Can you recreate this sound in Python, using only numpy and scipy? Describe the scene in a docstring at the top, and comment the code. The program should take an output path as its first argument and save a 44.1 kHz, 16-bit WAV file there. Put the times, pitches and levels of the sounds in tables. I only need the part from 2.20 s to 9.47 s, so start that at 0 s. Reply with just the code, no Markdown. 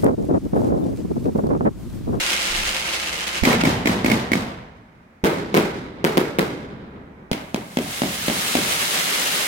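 """A spray of sparks hisses and burns out at night beside a tree-lined street; shells leave their tubes and burst
overhead with a rolling echo; then six comets are fired, whose trails catch one by one and swell into a hissing fountain.
Every report is a blast wave with ragged cracks, a few distinct reflections and a diffuse tail of noise bands.
Sparks are coloured noise with ticks and pops; low-passed rumble, a puff of wind and a distant town lie beneath."""
import sys
import numpy as np
from scipy import signal
from scipy.fft import rfft, irfft
from scipy.io import wavfile

SR = 44100
rng = np.random.default_rng(int(sys.argv[2]) if len(sys.argv) > 2 else 0)


def bounce(signal):
    """Save signal as a 16-bit WAV file at the path given by the first command-line argument."""
    frames = np.transpose(np.atleast_2d(signal))
    limited = np.clip(frames, -1, 1)
    pcm = np.round(limited * 32767).astype(np.int16)
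    wavfile.write(sys.argv[1], SR, pcm)


N = 320607
TIME = np.arange(N) / SR
EDGES = np.geomspace(22, 17000, 29)   # about a third of an octave apart
CENTRES = np.sqrt(EDGES[1:] * EDGES[:-1])
CUTOFF_HZ, HISS_DB = 16000, -77   # top of the spectrum; self-noise of the microphones

# In every colour table, density is the spectral density level before the sound is scaled to its level.
# Distant town [f/Hz, density/dB]
TOWN_COLOUR = [(59, -43), (100, -22), (210, -4.5), (335, -13), (2040, -19.5), (2900, -33), (5770, -41.5),
               (16000, -59)]
TOWN_DB = -52.5
# Low rumble [f/Hz, density/dB]
RUMBLE_COLOUR = [(25, 6), (45, 6.5), (70, 16.5), (100, 3.5), (160, -40), (400, -31), (16000, -86.5)]
# Rumble of the town, of the spray at full burn (with the share of its fading followed), and after each burst
TOWN_RUMBLE_DB, SPRAY_RUMBLE_DB, RUMBLE_FOLLOWS = -64, -47, 0.35
ROLL_DB, ROLL_BUILD_S, ROLL_T60_S = -45.5, 0.18, 4.4
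# Puff of wind on the microphone [f/Hz, density/dB]
GUST_COLOUR = [(22, 8), (33, 0.5), (50, -6), (90, -17.5), (200, -26), (600, -57), (16000, -110)]
GUST_S, GUST_DB, GUST_ATTACK_S, GUST_HOLD_S, GUST_T60_S = 0.296, -32, 0.017, 0.18, 0.27

# Stereo width of diffuse sound [f/Hz, side minus mid level/dB]
WIDTH = [(40, -10.5), (130, -19.5), (260, -13), (500, -6), (1000, 3.5), (1600, 1), (2500, 0), (5000, 0.5),
         (16000, 0)]
# Stereo balance of diffuse sound [f/Hz, left minus right level/dB]
LEAN = [(40, -1), (130, -1), (300, 0), (1000, -0.5), (2200, -2), (4000, 1.4), (8000, 1.7), (16000, -0.5)]
# Reverberation of the street, before each volley's linger factor [f/Hz, t60/s]
NEAR_T60 = [(50, 1.8), (250, 0.55), (700, 0.92), (2200, 0.8239), (5000, 0.53), (9000, 0.42), (16000, 0.41)]
# Reverberation of the next rows of trees [f/Hz, t60/s]
MIDDLE_T60 = [(100, 0.8), (1000, 2.06), (2200, 1.65), (5000, 1.1), (16000, 0.41)]
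MIDDLE_DB = -18   # against the street
# Reverberation from far away [f/Hz, t60/s]
FAR_T60 = [(50, 3.8), (300, 3.46), (1000, 5.35), (2500, 2.66), (5000, 0.96), (9000, 0.69), (16000, 0.63)]
# Spectral balance of the far roll, to which each volley adds its own level [f/Hz, level/dB]
FAR_DB = [(50, 10.5), (150, 13.5), (400, -6.5), (1000, -5.5), (2500, -4), (3500, 2), (6000, 12.5),
          (16000, -3)]
# Pitch of the echoes of shots from the street [f/Hz, width/Hz, level/dB]
STREET_RING = (240, 18, 5.4)
# Pitch of the echoes of bursts in the sky [f/Hz, width/Hz, level/dB]
SKY_RING = (415, 17, 3.1)
# Resonances of the right microphone port [f/Hz, width/Hz, level/dB]
PORT = [(2150, 174, 5), (3030, 290, 1)]
# Diffuse tails of lifts [f/Hz, density/dB]
LIFT_COLOUR = [(21, -40), (35, -18.5), (86, -12.5), (125, -5.5), (200, 0), (265, -0.5), (350, -5),
               (590, -11), (1000, -12), (1350, -17), (1850, -16), (2200, -19.5), (2600, -20), (3700, -20),
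               (13000, -32.5), (16000, -38)]
# Diffuse tails of bursts [f/Hz, density/dB]
BURST_COLOUR = [(21, -52), (35, -31), (115, -17), (165, -11), (215, -6), (389, 1), (520, -6.5), (758, -16),
                (930, -10), (1170, -18.5), (1480, -15), (1860, -19.5), (2220, -20.5), (2660, -24),
                (4010, -26), (5740, -36), (14800, -34), (16000, -41)]
# Diffuse tails of comet shots [f/Hz, density/dB]
COMET_COLOUR = [(35, -24), (100, -10.5), (170, -2.5), (260, 0.5), (400, -10), (750, -8.5), (1300, -19.5),
                (2300, -18.5), (4000, -23), (7000, -34), (16000, -40)]

# Directional parts of the spark hiss [level/dB against the diffuse hiss, right ear lag/s]
HISS_PATHS = [(-11.5, -0.0036), (-11.5, -.00045)]
# First spray [f/Hz, density/dB]
SPRAY_COLOUR = [(60, -49), (125, -24.5), (177, -6.5), (270, -15), (358, -5.5), (430, -11), (600, -7),
                (1100, -5), (2100, -2), (2950, 1), (4000, -5), (6000, -6.5), (9000, -10.5), (16000, -22.5)]
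# Burn of the first spray before its gain and burnout [t/s, level/dB]
SPRAY_BURN = [(0.0, -26), (0.142, -25), (0.158, -27.5), (0.26, -26.5), (0.73, -28.5), (0.746, -28),
              (0.828, -31.5), (0.832, -30), (1.042, -30.5), (1.062, -35), (1.076, -28.5), (1.144, -31.5),
              (1.152, -30), (1.22, -33)]
# Late bounce of the spray off the road [delay/s, level/dB, top f/Hz]
ROAD_BOUNCE = (.0056, -9, 710)
# Thinning sets the dulling, sputter, pops and rumble; burnout also lowers the hiss itself
SPRAY_GAIN_DB, SPRAY_HOLD_S, SPRAY_THIN_DB_PER_S = 3, 0.17, 3
BURNOUT_S, BURNOUT_DB_PER_S = 1.22, 38
SPRAY_TILT_DB, SPRAY_DULLING = -0.8, 0.3   # dB per octave at full burn; dB per octave lost per dB of fading
SPUTTER_DB_PER_DB, SPUTTER_PER_S = 0.54, 58   # the thinner the spray, the more unevenly it burns
SNAP_COUNT, SNAP_DB, SNAP_SPREAD_DB = 12, -24, 6   # larger grains: number, mean level at full burn, spread
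# Comet fountain [f/Hz, density/dB]
FOUNTAIN_COLOUR = [(60, -22), (110, -27), (170, -6), (230, -10), (350, -5), (600, -4.5), (950, -3),
                   (1500, -0.5), (2150, -2), (2600, 0), (3300, 1.5), (5000, -4.5), (9000, -4.5),
                   (16000, -12)]
# A faint trail hisses thin and bright, a full fountain broader [level/dB, brightness/dB per octave]
TRAIL_TILT = [(-39, 1), (-18.5, -1)]
# A comet spits as it lights; its trail then catches, reaches full burn and slowly wanes
SPIT_DB, SPIT_FADE_DB_PER_S = -45.5, 64
CATCH_S, CATCH_DB_PER_S, WANE_DB_PER_S = 0.62, 69.5, 1
# Roar of the first shell as it climbs [f/Hz, density/dB]
ROAR_COLOUR = [(100, -23), (400, 9.5), (700, 0), (1300, 2), (2200, -13), (5000, -20), (16000, -31)]
ROAR_S, ROAR_ATTACK_S, ROAR_HOLD_S, ROAR_T60_S, ROAR_DB = 1.248, 0.025, 0.089, .25, -22.5

# Low thumps near the first report of each volley [t/s, 1/e half-width/s, left height, right height]
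THUMPS = [(1.2273, 0.0036, -0.019, 0.33), (1.233, 0.001, -0.09, -0.5), (3.0381, 0.00076, -0.2, -0.45),
          (3.047, 0.0013, 0.027, 0.1), (5.1198, 0.00082, 0.11, 0.36)]
# Shells leaving their tubes, and one small crack after the first; a larger size booms lower
# [t/s, blast level/dB, crack level/dB, tail level/dB, tail brightness/dB per octave, size]
LIFTS = [(1.2359, -4.5, -8, -13, 1.16, 1.02), (1.3135, -26, -13.5, -24.5, -6, 1.5),
         (1.437, -2, -13, -13.5, 0, 0.97), (1.6576, -4.5, -10, -14.5, 0, 1.02),
         (1.846, -3.5, -11.5, -16.5, -0.5, 0.98), (1.9008, -6, -9.5, -18, 0.5, 1.12),
         (2.118, -4, -10, -18.5, 0.1, 1.1)]
# Shells bursting overhead
# [t/s, blast level/dB, crack level/dB, tail level/dB, tail brightness/dB per octave, size]
BURSTS = [(3.0409, -5.5, -22, -14.5, 0.5, 1.13), (3.343, -2.5, -20, -18.5, 1.5, 0.98),
          (3.3686, -0.5, -17.5, -18.5, 0.5, 1), (3.843, -3.5, -15, -18.5, 1, 1.04),
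          (3.9728, -1, -14.5, -18.5, 0.5, 0.98), (4.187, -2.5, -15.5, -19, 0.5, 0.95)]
# Comets leaving their tubes
# [t/s, blast level/dB, crack level/dB, tail level/dB, tail brightness/dB per octave, size, trail hiss level/dB]
COMETS = [(5.1149, -9, -15.5, -28, 2, 1.1, -30.5), (5.345, -4, -21.5, -28, 0, 1.07, -31),
          (5.5716, -2.5, -17.5, -24.5, 0, 1.03, -26), (5.8193, -3, -18.5, -22.5, -0.5, 1.06, -27.5),
          (6.083, -4.5, -15.5, -22.5, 0, 1.05, -28), (6.3531, -1.5, -15, -21.5, 0.5, 0.87, -43)]
# Paths of lifts to the listener
# [delay/s, blast level/dB, top f/Hz, crack level/dB, crack t60/s, right ear lag of the blast/s]
LIFT_PATHS = [(0, -7, 6060, -7, 0.03, -.00038), (.0033, -18, 2000, -12, 0.017, -.0003),
              (0.0145, -28, 2490, -4, 0.037, -.0002), (0.017, -12, 2500, -3.5, .02, .0003),
              (.0365, -9.5, 1100, -13, 0.046, -.0003)]
# Paths of bursts
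# [delay/s, blast level/dB, top f/Hz, crack level/dB, crack t60/s, right ear lag of the blast/s]
BURST_PATHS = [(0, -1.5, 7000, 1.5, 0.0082, .00033), (.0058, -4.5, 5000, 8.5, 0.0081, -.0003),
               (0.0111, -2.5, 696, -13, .02, .0003), (0.024, -14, 4000, -7, 0.0065, .0002),
               (0.0301, -14.5, 1000, -5, .012, -.0002), (.0415, -7.5, 1220, -32, 0.019, -.0002),
               (0.55, -36, 400, -46, 0.027, .0003)]
# Paths of comet shots
# [delay/s, blast level/dB, top f/Hz, crack level/dB, crack t60/s, right ear lag of the blast/s]
COMET_PATHS = [(0, -8.5, 9000, -1, 0.026, -.0003), (0.0157, -18.5, 2500, -1, 0.024, .0002)]
# Ringing set off by a lift, before stretching by size [f/Hz, level/dB, t60/s]
LIFT_RINGS = [(250, 4, 0.028), (512, -46, 0.019), (2300, -27, 0.02)]
# Ringing set off by a burst, before stretching by size [f/Hz, level/dB, t60/s]
BURST_RINGS = [(342, -6, 0.023), (420, -16.5, 0.079), (960, -15, 0.033), (2020, -18.5, 0.017)]
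# Ringing set off by a comet shot, before stretching by size [f/Hz, level/dB, t60/s]
COMET_RINGS = [(247, 4, 0.027), (573, -11, 0.034), (870, -22, 0.015), (3120, -17, 0.011)]
# Cracks of bursts and pops of large grains [f/Hz, density/dB]
CRACK_COLOUR = [(200, -7), (600, 14), (1200, 3), (2100, 7), (3200, 1), (4500, -2), (7000, -16), (11000, -9),
                (16000, -9.5)]
# Cracks of lifts, ringing in the tube [f/Hz, density/dB]
TUBE_CRACK_COLOUR = [(200, -18), (600, 9.5), (1300, -22), (1750, 4.5), (2200, 12), (2700, -3), (4000, -5.5),
                     (7000, -12), (11000, -16), (16000, -16)]
# Cracks of comet shots [f/Hz, density/dB]
COMET_CRACK_COLOUR = [(200, -4), (650, 17), (1200, -7), (2100, 8), (3200, 6), (4500, -1), (7000, -8),
                      (11000, -10.5), (16000, -10)]


def from_db(db):
    """Level: an amplitude gain is ten to the power of a twentieth of the decibels."""
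    return 10 ** (np.asarray(db) / 20)


def rms_one(x):
    """Normalization: a signal divided by its root mean square has unit rms."""
    return x / np.sqrt(np.mean(x ** 2) + 1e-20)


def at_hz(points, hz):
    """Interpolation: a table is read linearly on a logarithmic frequency axis."""
    hz_points, values = np.array(points).T
    return np.interp(np.log(hz), np.log(hz_points), values)


def cut(x, hz, kind, order):
    """Filtering: a Butterworth response passes one band with a maximally flat top."""
    sos = signal.butter(order, np.clip(hz, 10, .45 * SR), kind, fs=SR, output="sos")
    return signal.sosfilt(sos, x)


def resonate(x, hz, width_hz, db):
    """Resonance: a tuned peak lifts one narrow band."""
    peak = signal.lfilter(*signal.iirpeak(hz, hz / width_hz, fs=SR), x)
    return x + (from_db(db) - 1) * peak


def drift(rate):
    """Random modulation: Gaussian knots, `rate` a second, are joined by lines and scaled to unit rms."""
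    knots = rng.standard_normal(16384)
    return rms_one(np.interp(TIME * rate, np.arange(len(knots)), knots))


def since(s):
    """Elapsed time: seconds gone by since time s, zero before it."""
    return np.maximum(TIME - s, 0)


def add(out, s, sound):
    """Superposition: a sound is summed into a track at time s."""
    i = max(int(round(s * SR)), 0)
    out[..., i:i + sound.shape[-1]] += sound[..., :N - i]


def air_bands():
    """Interaural coherence: noise bands are alike in both ears in the bass and nearly unrelated in the treble."""
    white, bands = rng.standard_normal((2, 2, N + 8192)), []
    for k, hz in enumerate(CENTRES):
        settled = cut(white[k % 2], EDGES[k:k + 2], "band", order=3)[:, 8192:]   # drop the filter's onset
        mid, side = settled
        pair = mid + from_db(at_hz(WIDTH, hz)) * side * [[1], [-1]]
        balance = from_db(at_hz(LEAN, hz) * np.array([[.5], [-.5]]))
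        bands.append(rms_one(pair * balance))
    return bands


def band_gains(colour):
    """Spectral density: a band's amplitude is its density times the root of its width, here to unit total rms."""
    gains = from_db(at_hz(colour, CENTRES)) * np.sqrt(CENTRES)
    return gains / np.linalg.norm(gains)


def wash(bands, colour):
    """Band synthesis: weighted noise bands add up to steady noise of one colour."""
    return sum(gain * band for gain, band in zip(band_gains(colour), bands))


def spray_fade():
    """Decay: decibels of fading accumulate through thinning and burnout, after an initial hold."""
    return SPRAY_THIN_DB_PER_S * since(SPRAY_HOLD_S) + BURNOUT_DB_PER_S * since(BURNOUT_S)


def rumble_level():
    """Power addition: the rumbles of town, spray and far-rolling bursts are summed as powers."""
    power = from_db(TOWN_RUMBLE_DB) ** 2 + from_db(SPRAY_RUMBLE_DB - RUMBLE_FOLLOWS * spray_fade()) ** 2
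    for s, *_ in BURSTS:
        age = since(s)
        build = 1 - np.exp(-age / ROLL_BUILD_S)
        power = power + (from_db(ROLL_DB - 60 * age / ROLL_T60_S) * build) ** 2
    return np.sqrt(power)


def gust_level():
    """Wind-noise envelope: the puff rises quickly, holds and decays exponentially."""
    attack = np.minimum(since(GUST_S) / GUST_ATTACK_S, 1)
    return attack * from_db(GUST_DB - 60 * since(GUST_S + GUST_HOLD_S) / GUST_T60_S)


def tails(bands, shots, colour, build_s, linger, far_db, clump_db=1.6):
    """Diffuse reverberation: near, middle and far scatterers decay at frequency-dependent rates."""
    s, _, _, tail_db, brightness, *_ = np.transpose(shots)[..., None]
    t, out = TIME[::32], 0   # coarse time grid for the envelopes
    age = np.maximum(t - s, 0)
    start = from_db(tail_db) * (1 - np.exp(-age / build_s))
    lumps = from_db(clump_db * drift(rate=21)[::32])   # far echoes come back in clumps
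    for band, gain, hz in zip(bands, band_gains(colour), CENTRES):
        tint = from_db(brightness * np.log2(np.clip(hz, 150, 3000) / 400))
        near = from_db(-60 * age / (linger * at_hz(NEAR_T60, hz)))
        middle = from_db(MIDDLE_DB - 60 * age / at_hz(MIDDLE_T60, hz))
        far = lumps * from_db(far_db + at_hz(FAR_DB, hz) - 60 * age / at_hz(FAR_T60, hz))
        power = (start * tint) ** 2 * (near ** 2 + middle ** 2 + far ** 2)
        level = np.sqrt(np.sum(power, axis=0))
        out = out + gain * np.interp(TIME, t, level) * band
    lows = cut(out, 500, "low", order=1)
    ragged = rms_one(from_db(1.16 * drift(rate=450)))   # single trunks and walls stand out of the mass
    return lows + (out - lows) * ragged


def nearby(x, bounce_db, sway_s, count):
    """Comb filtering: close surfaces return the midrange 2-16 ms late; the hand-held microphone sways."""
    out = x.copy()
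    for ear in range(2):
        midrange = cut(x[ear], [500, 3000], "band", order=1)
        for delay in rng.uniform(.002, .016, count):
            moving_delay = delay + sway_s * drift(rate=1)
            out[ear] += from_db(bounce_db) * np.interp(TIME - moving_delay, TIME, midrange)
    return out


def overhead_hiss(bands):
    """Interaural delay: two independent noises, each earlier in the right ear, join the diffuse bands."""
    heard = np.zeros((2, 2, N))   # source set, ear, sample
    for db, lag in HISS_PATHS:
        source = from_db(db) * rng.standard_normal((2, N))
        add(heard[:, 0], -lag, source)
        add(heard[:, 1], lag, source)   # a negative time starts at zero
    share, joined = heard.std(), []
    for k, band in enumerate(bands):
        directional = rms_one(cut(heard[k % 2], EDGES[k:k + 2], "band", order=2))
        joined.append(rms_one(band + share * directional))
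    return joined


def off_road(x, delay, db, top_hz):
    """Specular reflection: sound from overhead is joined by its delayed, low-passed bounce off the road."""
    out = x.copy()
    add(out, delay, from_db(db) * cut(x, top_hz, "low", order=1))
    return out


def sparks(bands, burn, colour, flutter_db, sizzle_db):
    """Incoherent summation: countless burning grains merge into noise that flutters and sizzles in the treble."""
    level_db, brightness = burn
    body, treble = np.zeros((2, N)), np.zeros((2, N))
    for band, gain, hz in zip(bands, band_gains(colour), CENTRES):
        layer = treble if hz > 1500 else body
        layer += gain * band * from_db(brightness * np.log2(max(hz, 500) / 3000))
    sizzle = rms_one(from_db(sizzle_db * drift(rate=1200)))
    return (body + treble * sizzle) * from_db(level_db + flutter_db * drift(rate=40))


def glitter(burn, per_s, db, low_hz, top_hz):
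    """Shot noise: the nearest grains are random ticks of uneven size whose level follows the burn."""
    sizes_db = 4 * np.minimum(rng.exponential(1, (2, N)), 4)
    sizes = from_db(sizes_db) * rng.choice([-1, 1], (2, N))
    clicks = sizes * (rng.random((2, N)) < per_s / SR) + 1e-18
    ticks = cut(cut(clicks, low_hz, "high", order=2), top_hz, "low", order=2)
    return from_db(burn[0] + db) * rms_one(ticks)


def spray_burn():
    """Burning rate: level/dB and brightness/dB per octave of a spray that dulls and sputters as it thins."""
    thinness = np.minimum(spray_fade(), 10)
    sputter = SPUTTER_DB_PER_DB * thinness * drift(rate=SPUTTER_PER_S)
    table_db = np.interp(TIME, *np.transpose(SPRAY_BURN))
    level_db = SPRAY_GAIN_DB + table_db - BURNOUT_DB_PER_S * since(BURNOUT_S)
    return level_db + sputter, SPRAY_TILT_DB - SPRAY_DULLING * thinness


def fountain_burn():
    """Power addition: comet trails sum to a fountain, given as level/dB and brightness/dB per octave."""
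    power = 1e-14
    for s, *_, hiss_db in COMETS:
        age = since(s)
        spit = from_db(SPIT_DB - SPIT_FADE_DB_PER_S * age)
        catching_db = CATCH_DB_PER_S * np.maximum(CATCH_S - age, 0)
        trail = from_db(hiss_db - catching_db - WANE_DB_PER_S * since(s + CATCH_S))
        power = power + (age > 0) * (spit ** 2 + trail ** 2)
    level_db = 10 * np.log10(power)
    return level_db, np.interp(level_db, *np.transpose(TRAIL_TILT))


def roar_level():
    """Envelope of the roar: a linear swell, a brief hold and exponential decay."""
    attack = np.minimum(since(ROAR_S) / ROAR_ATTACK_S, 1)
    return attack * from_db(ROAR_DB - 60 * since(ROAR_S + ROAR_HOLD_S) / ROAR_T60_S)


def crack(colour, t60):
    """Transient noise: a coloured burst, independent in each ear, decays exponentially."""
    hz = np.fft.rfftfreq(2048, 1 / SR) + 1
    noise = irfft(rfft(rng.standard_normal((2, 2048))) * from_db(at_hz(colour, hz)))
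    return rms_one(noise) * from_db(-60 * np.arange(2048) / SR / t60)


def snaps(t60, low_hz):
    """Impulsive emission: larger grains pop at random over the life of the spray and fade with it."""
    out, fade = np.zeros((2, N)), spray_fade()
    for k in range(SNAP_COUNT):
        s = BURNOUT_S * (k + rng.random()) / SNAP_COUNT
        db = SNAP_DB + SNAP_SPREAD_DB * rng.normal() - np.interp(s, TIME, fade)
        add(out, s, from_db(db) * cut(crack(CRACK_COLOUR, t60), low_hz, "high", order=2))
    return out


def thumps():
    """Low thumps: brief Gaussian swings of either sign, unequal in the two ears."""
    swings = 0
    for s, width, left, right in THUMPS:
        swings = swings + np.outer([left, right], np.exp(-((TIME - s) / width) ** 2))
    return swings


def blast(push_s, low_hz, rings):
    """Blast wave: a shock front relaxes into suction, thinned in the bass, with decaying modes behind it."""
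    t = TIME[:4096]
    wave = cut((1 - t / push_s) * np.exp(-t / push_s), low_hz, "high", order=4)
    for hz, db, t60 in rings:
        wave = wave + from_db(db - 60 * t / t60) * np.cos(2 * np.pi * hz * t)
    return wave


def trunks(shots, push_s, low_hz, db, first_s, spread_s, t60, count):
    """Scattering: trunks and posts return thin shocks in a crackle whose pattern a volley's shots share."""
    delays = first_s + spread_s * (np.arange(count) + rng.random(count)) / count
    levels = db - 60 * delays / t60 + 3 * rng.standard_normal(count)
    lags = rng.uniform(-.0004, .0004, count)
    clicks = np.zeros((2, N))
    for s, blast_db, *_ in shots:
        arrive = s + delays + rng.normal(0, .0005, count)
        for ear, side in enumerate((-1, 1)):
            samples = ((arrive + side * lags / 2) * SR).astype(int)
            clicks[ear, np.minimum(samples, N - 1)] += from_db(blast_db + levels)
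    shock = cut(blast(push_s, low_hz, []), 3500, "low", order=1)
    return signal.oaconvolve(clicks, shock[None], axes=1)[:, :N]


def railing(shots, delay_s, length_s, start_hz, end_hz, db):
    """Periodic scattering: a row of posts answers at widening intervals, as a short falling chirp."""
    u = np.linspace(0, 1, int(length_s * SR))
    phase = 2 * np.pi * np.cumsum(start_hz * (end_hz / start_hz) ** u) / SR
    chirp = np.sin(np.pi * u) * np.sin(phase)
    out = np.zeros((2, N))
    for s, blast_db, *_ in shots:
        add(out, s + delay_s, from_db(blast_db + db) * chirp)
    return out


def reports(shots, paths, crack_colour, wave):
    """Multipath propagation: size-stretched blasts arrive directly and off ground and walls, with cracks."""
    out = np.zeros((2, N))
    steps = np.arange(len(wave))
    for s, blast_db, crack_db, _, _, size, *_ in shots:
        stretched = np.interp(steps / size, steps, wave)
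        for delay, path_db, top_hz, scatter_db, t60, lag in paths:
            arrival = from_db(blast_db + path_db) * cut(stretched, top_hz, "low", order=1)
            add(out[0], s + delay - lag / 2, arrival)
            add(out[1], s + delay + lag / 2, arrival)
            add(out, s + delay, from_db(crack_db + scatter_db) * crack(crack_colour, t60))
    return out


def scene():
    """Superposition: night air, echoes, spark hiss and reports add linearly."""
    echo, air = air_bands(), air_bands()
    rumble = rumble_level() * wash(air, RUMBLE_COLOUR)
    town = from_db(TOWN_DB) * wash(air, TOWN_COLOUR)
    gust = gust_level() * wash(echo, GUST_COLOUR)

    street = tails(echo, LIFTS, LIFT_COLOUR, build_s=0.026, linger=1.045, far_db=-36.0)
    street += tails(echo, COMETS, COMET_COLOUR, build_s=0.0095, linger=0.71, far_db=-24.5)
    # high in the sky, the bursts reach farthest
    sky = tails(echo, BURSTS, BURST_COLOUR, build_s=0.0078, linger=0.81, far_db=-13.5)
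    roll = resonate(street, *STREET_RING) + resonate(sky, *SKY_RING)

    overhead = overhead_hiss(air)
    dying, rising = spray_burn(), fountain_burn()
    spray = sparks(overhead, dying, SPRAY_COLOUR, flutter_db=0.4, sizzle_db=2.5)
    spray = off_road(spray, *ROAD_BOUNCE)
    spray += glitter(dying, per_s=300, db=-9.0, low_hz=2700, top_hz=4200)
    fountain = sparks(overhead, rising, FOUNTAIN_COLOUR, flutter_db=0.7, sizzle_db=1.0)
    fountain += glitter(rising, per_s=700, db=-11.5, low_hz=2800, top_hz=4800)
    roar = roar_level() * from_db(3.4 * drift(rate=300)) * wash(air, ROAR_COLOUR)
    diffuse = nearby(roll + spray + fountain + roar, bounce_db=-16.5, sway_s=0.00026, count=5)
    pops = snaps(t60=0.0034, low_hz=2500)

    crackle = trunks(BURSTS, push_s=0.0012, low_hz=330, db=-12, first_s=0.012, spread_s=.13, t60=0.5, count=26)
    crackle += trunks(LIFTS, push_s=0.00047, low_hz=402, db=-20, first_s=0.016, spread_s=.12, t60=0.93, count=22)
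    lift_wave = blast(push_s=0.0018, low_hz=136.0, rings=LIFT_RINGS)
    burst_wave = blast(push_s=0.0036, low_hz=166, rings=BURST_RINGS)
    comet_wave = blast(push_s=0.0017, low_hz=144, rings=COMET_RINGS)
    lifts = reports(LIFTS, LIFT_PATHS, TUBE_CRACK_COLOUR, lift_wave)
    bursts = reports(BURSTS, BURST_PATHS, CRACK_COLOUR, burst_wave)
    comets = reports(COMETS, COMET_PATHS, COMET_CRACK_COLOUR, comet_wave)
    comets += railing(COMETS, delay_s=0.028, length_s=.017, start_hz=517, end_hz=257, db=-18.5)
    return rumble + town + gust + diffuse + pops + crackle + thumps() + lifts + bursts + comets


def record(dry):
    """Transduction: the right port resonates, self-noise is added, peaks saturate softly and the top is cut."""
    right = dry[1]
    for port in PORT:
        right = resonate(right, *port)
    ears = np.array([dry[0], right])
    ears += from_db(HISS_DB) * rng.standard_normal((2, N))
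    ceiling = .86
    rounded = ears / (1 + (ears / ceiling) ** 4) ** (1 / 4)
    low_pass = signal.ellip(10, .2, 70, CUTOFF_HZ, fs=SR, output="sos")
    return signal.sosfilt(low_pass, rounded)


dry = scene()
out = record(dry)
bounce(out)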